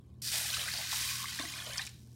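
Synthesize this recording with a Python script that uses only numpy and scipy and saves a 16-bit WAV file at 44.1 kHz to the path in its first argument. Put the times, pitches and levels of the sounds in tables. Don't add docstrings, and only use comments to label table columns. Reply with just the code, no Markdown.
import sys
import numpy as np
from scipy import signal
from scipy.fft import rfft, irfft
from scipy.io import wavfile

SR = 44100
rng = np.random.default_rng(int(sys.argv[2]) if len(sys.argv) > 2 else 0)


def digitize_waveform(pressure):
    field = np.atleast_2d(pressure).T
    bounded = np.clip(field, -1, 1)
    quanta = np.round(bounded * 32767).astype(np.int16)
    wavfile.write(sys.argv[1], SR, quanta)


N = 94815
T = np.arange(N) / SR

# time_s, patter_db, spray_db, bubbling_db
POUR = [(.216, -89, -90, -81), (0.219, -51.5, -46, -72), (0.251, -42.5, -42.5, -65),
        (.30, -39.5, -41.5, -57), (0.333, -33.5, -38.5, -43), (.40, -39.5, -39.5, -42),
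        (.53, -37.5, -43, -43.5), (.61, -40, -43.5, -39.5), (.67, -44.5, -47, -41),
        (.73, -39.5, -46.5, -43.5), (.85, -39.5, -50.5, -46), (.95, -36, -40, -42.5),
        (1.12, -38, -42.5, -48.5), (1.24, -43, -48, -47.5), (1.42, -45.5, -53.5, -42),
        (1.58, -49.5, -56.5, -45), (1.73, -56, -56.5, -44), (1.822, -61, -54.5, -43.5),
        (1.87, -46.5, -67, -64), (1.92, -63.5, -69.5, -70), (2.04, -78, -78, -77)]
# pitch_hz, relative_level_db
PATTER_COLOUR = [(300, -44.5), (650, -21.5), (950, -22), (1550, -7), (2700, -5.5), (3800, -1.5),
                 (5200, -0.5), (7000, -6), (9000, -12.5), (11000, -19), (16000, -13)]
SPRAY_COLOUR = [(1000, -51), (4000, -16), (7000, 3), (9200, 7.5), (10000, 3), (13000, 2.5), (16000, -9.5)]
BUBBLING_COLOUR = [(400, -51.5), (850, -13.5), (1100, -9), (1700, -3.5), (2800, -2.5), (3800, -0.5),
                   (5500, -6.5), (9000, -6.5), (16000, -14)]
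# pitch_hz, relative_level_db
SIZZLE_COLOUR = [(2500, -28.5), (4000, -11), (4750, 1), (5400, -5), (6500, -9.5), (10000, -19.5)]
SIZZLE_AT_S, SIZZLE_WIDTH_S, SIZZLE_DB = 0.27, 0.032, -37.5
# pitch_hz, t60_s (time to fade by 60 dB)
POT_RINGS = [(1520, .07), (1745, .08), (1990, .05), (2475, .05), (3045, .05), (3862, .12), (4769, .12),
             (5670, .08), (8950, .04)]
POT_DB = -2.5
# start_s, starting_pitch_hz, peak_db
LOUD_BUBBLES = [(.502, 4060, -27.5), (.531, 5800, -32), (0.538, 2590, -31), (0.5436, 3870, -24),
                (.5452, 5060, -31), (.568, 1254, -36), (.594, 3000, -29), (.679, 1510, -31),
                (.6855, 1966, -31.5), (.716, 4160, -29.5), (0.7366, 4630, -28), (0.775, 4480, -27),
                (.9285, 1034, -34), (1.088, 2396, -34), (1.2424, 1115, -36.5), (1.256, 2014, -30.5),
                (1.3895, 1770, -30.5), (1.3935, 1134, -37.5), (1.3966, 3520, -30.5), (1.537, 2360, -35.5),
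                (1.6018, 3300, -33), (1.665, 3000, -36), (1.7801, 4660, -25), (1.7827, 5360, -31.5),
                (1.7934, 1770, -29), (1.8179, 3870, -30.5), (1.872, 2366, -38.5)]
BUBBLE_T60_S, BUBBLE_SLOPE = 0.034, 0.64
BUBBLE_RISE_S, BUBBLE_GLIDE = 0.00095, 0.081
CLUSTER_S, CLUSTER_OCTAVES, CLUSTER_DB = 0.008, 0.27, -11.5
# start_s, peak_db
DROPS = [(0.2233, -36), (.316, -28), (.4415, -29.5), (0.571, -36), (0.738, -31.5), (1.012, -24),
         (1.394, -30.5), (1.733, -29.5), (1.774, -26.5), (1.7798, -24), (1.816, -32), (1.8367, -40),
         (1.8504, -34.5), (1.8655, -33.5), (1.872, -43), (1.891, -39.5)]
# pitch_hz, relative_level_db
DROP_COLOUR = [(500, -7), (3000, -17), (5300, 5.5), (9500, -2), (16000, -25)]
DROP_RISE_S, DROP_T60_S = 0.00084, 0.017
# start_s, length_s, pitch_hz, level_db
GULPS = [(0.334, 0.059, 720, -51.5), (0.41, 0.019, 780, -52), (0.45, 0.0092, 730, -50),
         (0.493, .04, 680, -58), (0.581, 0.049, 603, -54), (0.66, 0.029, 626, -56),
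         (0.734, 0.055, 760, -53.5), (0.783, 0.035, 786, -48.5), (0.924, 0.055, 860, -54.5),
         (1.398, 0.012, 610, -46), (1.539, 0.38, 706, -63.5), (1.665, 0.042, 560, -54)]
GULP_OCTAVES, GULP_RISE_S = 0.34, 0.0012
# start_s, starting_pitch_hz, peak_db (before rise and fade)
GLUGS = [(1.397, 287.7, -35), (1.406, 1590, -39.5), (1.409, 1090, -35.5), (1.435, 730, -41.5),
         (1.447, 350, -46.5), (1.667, 660, -40.5), (1.695, 600, -41), (1.778, 1070, -40), (1.797, 810, -43)]
GLUG_RISE_S, GLUG_T60_S, GLUG_SAG_PER_S = 0.003, 0.049, 4.5
# time_s, level_db
HOLLOW_LEVEL = [(.88, -82), (.94, -57.5), (1.24, -48.5), (1.3, -62.5), (1.8, -54.5), (1.9, -88)]
# pitch_hz, relative_level_db
HOLLOW_COLOUR = [(750, -40.5), (1070, 1.5), (1450, -23)]
# pitch_hz, relative_level_db
CRACKLE_COLOUR = [(500, -27), (2000, -16), (5300, 6), (8000, 1), (16000, -6)]
CRACKLE_DB, SOAK_S = -68, 1.1
# pitch_hz, t60_s
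ROOM_T60 = [(200, 0.64), (1500, 0.26), (4000, 0.41), (9000, 0.055), (16000, 0.36)]
ROOM_DB = -10.5
# pitch_hz, level_db (rms, before it wavers)
HUM = [(82, -61.5), (119.8, -55.5), (210, -67)]
# pitch_hz, relative_level_db
AIR_COLOUR = [(40, -41), (60, 6), (100, -6.5), (150, -0.5), (200, -6), (360, -13), (500, -22), (1000, -31),
              (2000, -65), (5000, -55), (14000, -73)]
AIR_DB = -58
CUTOFF_HZ = 15850


def amp(db):
    return 10 ** (np.asarray(db) / 20)


def unit(x):
    return x / np.sqrt(np.mean(x ** 2) + 1e-20)


def read(points, hz):
    f, value = np.transpose(points)
    return np.interp(np.log(hz + 1), np.log(f), value)


def fade(t, t60):
    return np.exp(-np.log(1000) * t / t60)


def swell(at_s, width_s):
    return np.exp(-.5 * ((T - at_s) / width_s) ** 2)


def add(mix, s, sound):
    part = mix[max(round(s * SR), 0):][:len(sound)]
    part += sound[:len(part)]


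def colour(x, points, size=4096):
    log_gain = np.log(amp(read(points, abs(np.fft.fftfreq(size, 1 / SR)))))
    spectrum = np.exp(np.conj(signal.hilbert(log_gain)))
    taps = np.fft.ifft(spectrum).real[:size // 2]
    return signal.fftconvolve(x, taps)[:len(x)]


def impacts(per_s, spread_db):
    size = amp(spread_db * np.minimum(rng.exponential(1, N), 4))
    direction = rng.choice([-1, 1], N)
    happens = rng.random(N) < per_s / SR
    return size * direction * happens


def flutter(rate_hz, depth_db):
    hz = np.fft.rfftfreq(N, 1 / SR)
    smooth = rfft(rng.standard_normal(N)) / (1 + (hz / rate_hz) ** 2)
    return amp(depth_db * unit(irfft(smooth, N)))


def stream():
    s, *levels = np.transpose(POUR)
    patter_level, spray_level, bubbling_level = (amp(np.interp(T, s, level)) for level in levels)
    density = np.maximum(spray_level / spray_level.max(), .04)
    patter_density = np.sqrt(density)
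    patter_hits = impacts(per_s=6000 * patter_density, spread_db=3.0) / np.sqrt(patter_density)
    patter = patter_level * unit(colour(patter_hits, PATTER_COLOUR))
    spray_hits = impacts(per_s=12000 * density, spread_db=3.5) / np.sqrt(density)
    spray = spray_level * unit(colour(spray_hits, SPRAY_COLOUR))
    bubbling = bubbling_level * unit(colour(swarm(per_s=3500, spread_db=3.0), BUBBLING_COLOUR))
    on_metal = swell(SIZZLE_AT_S, SIZZLE_WIDTH_S) * (T > s[1])
    sizzle_hits = impacts(per_s=3800, spread_db=-3)
    sizzle = amp(SIZZLE_DB) * on_metal * unit(colour(sizzle_hits, SIZZLE_COLOUR))
    return (patter + spray + sizzle) * flutter(rate_hz=49, depth_db=1.14) + bubbling


def swarm(per_s, spread_db, count=120):
    out, pitches = np.zeros(N), np.geomspace(800, 12000, count)
    for hz in pitches:
        ring = bubble(hz, stretch=rng.uniform(0.79, 2.63))
        starts = impacts(per_s * hz / pitches.sum(), spread_db)
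        out += signal.oaconvolve(starts, ring)[:N]
    return out


def bubble(hz, stretch=1):
    t60 = stretch * BUBBLE_T60_S * (1000 / hz) ** BUBBLE_SLOPE
    t = np.arange(0, t60, 1 / SR)
    shape = np.minimum(t / BUBBLE_RISE_S, 1) * fade(t, t60)
    turns = hz * t * (1 + BUBBLE_GLIDE * t / t60)
    return shape / shape.max() * np.sin(2 * np.pi * turns)


def pot(x):
    t = T[:SR // 4]
    ring = np.zeros(len(t))
    for hz, t60 in POT_RINGS:
        shape = fade(t, t60)
        ring += 2 * shape / shape.sum() * np.cos(2 * np.pi * hz * t)
    return amp(POT_DB) * signal.fftconvolve(x, ring)[:N]


def loud_bubbles(count=3):
    out = np.zeros(N)
    for s, hz, db in LOUD_BUBBLES:
        add(out, s, amp(db) * bubble(hz))
        for late, detune in rng.random((count, 2)):
            small_hz = hz * 2 ** (CLUSTER_OCTAVES * (2 * detune - 1))
            small = bubble(small_hz, stretch=0.38)
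            add(out, s + late * CLUSTER_S, amp(db + CLUSTER_DB) * small)
    return out


def drops():
    out, t = np.zeros(N), T[:SR // 20]
    shape = np.minimum(t / DROP_RISE_S, 1) * fade(t, DROP_T60_S)
    for s, db in DROPS:
        slap = colour(rng.standard_normal(len(t)) * shape, DROP_COLOUR)
        add(out, s, amp(db) * slap / abs(slap).max())
    return out


def gulps():
    out, t = np.zeros(N), T[:SR // 4]
    f = np.fft.rfftfreq(len(t), 1 / SR) + 1
    for s, length, hz, db in GULPS:
        band = np.exp(-.5 * (np.log2(f / hz) / GULP_OCTAVES) ** 2)
        shape = np.minimum(t / GULP_RISE_S, 1) * np.exp(-(t / length) ** 2)
        gulp = shape * irfft(rfft(rng.standard_normal(len(t))) * band, len(t))
        add(out, s, amp(db) * unit(gulp) * np.sqrt(np.mean(shape ** 2)))
    return out


def glugs():
    out, t = np.zeros(N), T[:SR // 6]
    for s, hz, db in GLUGS:
        t60 = GLUG_T60_S * (1000 / hz) ** BUBBLE_SLOPE
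        shape = np.minimum(t / GLUG_RISE_S, 1) * fade(t, t60)
        turns = np.cumsum(hz * np.exp(-GLUG_SAG_PER_S * t)) / SR
        add(out, s, amp(db) * shape * np.sin(2 * np.pi * turns))
    return out


def hollow():
    level = amp(np.interp(T, *np.transpose(HOLLOW_LEVEL)))
    return level * unit(colour(impacts(per_s=330, spread_db=-2.0), HOLLOW_COLOUR))


def crackle():
    wet = np.clip((T - POUR[0][0]) / SOAK_S, 0, 1)
    pops = impacts(per_s=1700, spread_db=5.0)
    return amp(CRACKLE_DB) * wet * unit(colour(pops, CRACKLE_COLOUR))


def kitchen(x):
    noise = rng.standard_normal(SR // 2) * (T[:SR // 2] > .003)
    hz, t, bands = signal.stft(noise, SR, nperseg=256)
    tail = signal.istft(bands * fade(t, read(ROOM_T60, hz)[:, None]), SR)[1]
    return signal.fftconvolve(x, tail / np.linalg.norm(tail))[:N]


def background():
    gain = amp(read(AIR_COLOUR, np.fft.rfftfreq(N, 1 / SR)))
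    air = irfft(rfft(rng.standard_normal(N)) * gain, N)
    hum = np.zeros(N)
    for hz, db in HUM:
        tone = np.sin(2 * np.pi * (hz * T + rng.random()))
        hum += amp(db) * flutter(rate_hz=3.8, depth_db=1.66) * tone
    return amp(AIR_DB) * unit(air) + np.sqrt(2) * hum


def scene():
    pour = stream() + crackle()
    water = amp(-1.69) * pour + pot(pour)
    water = water + loud_bubbles() + drops() + gulps() + glugs() + hollow()
    mono = water + amp(ROOM_DB) * kitchen(water) + background()
    return np.array([mono, mono])


def record(dry):
    taps = signal.firwin(611, CUTOFF_HZ, window=("kaiser", 9), fs=SR)
    return signal.oaconvolve(dry, taps[None], "same", axes=1)


dry = scene()
out = record(dry)
digitize_waveform(out)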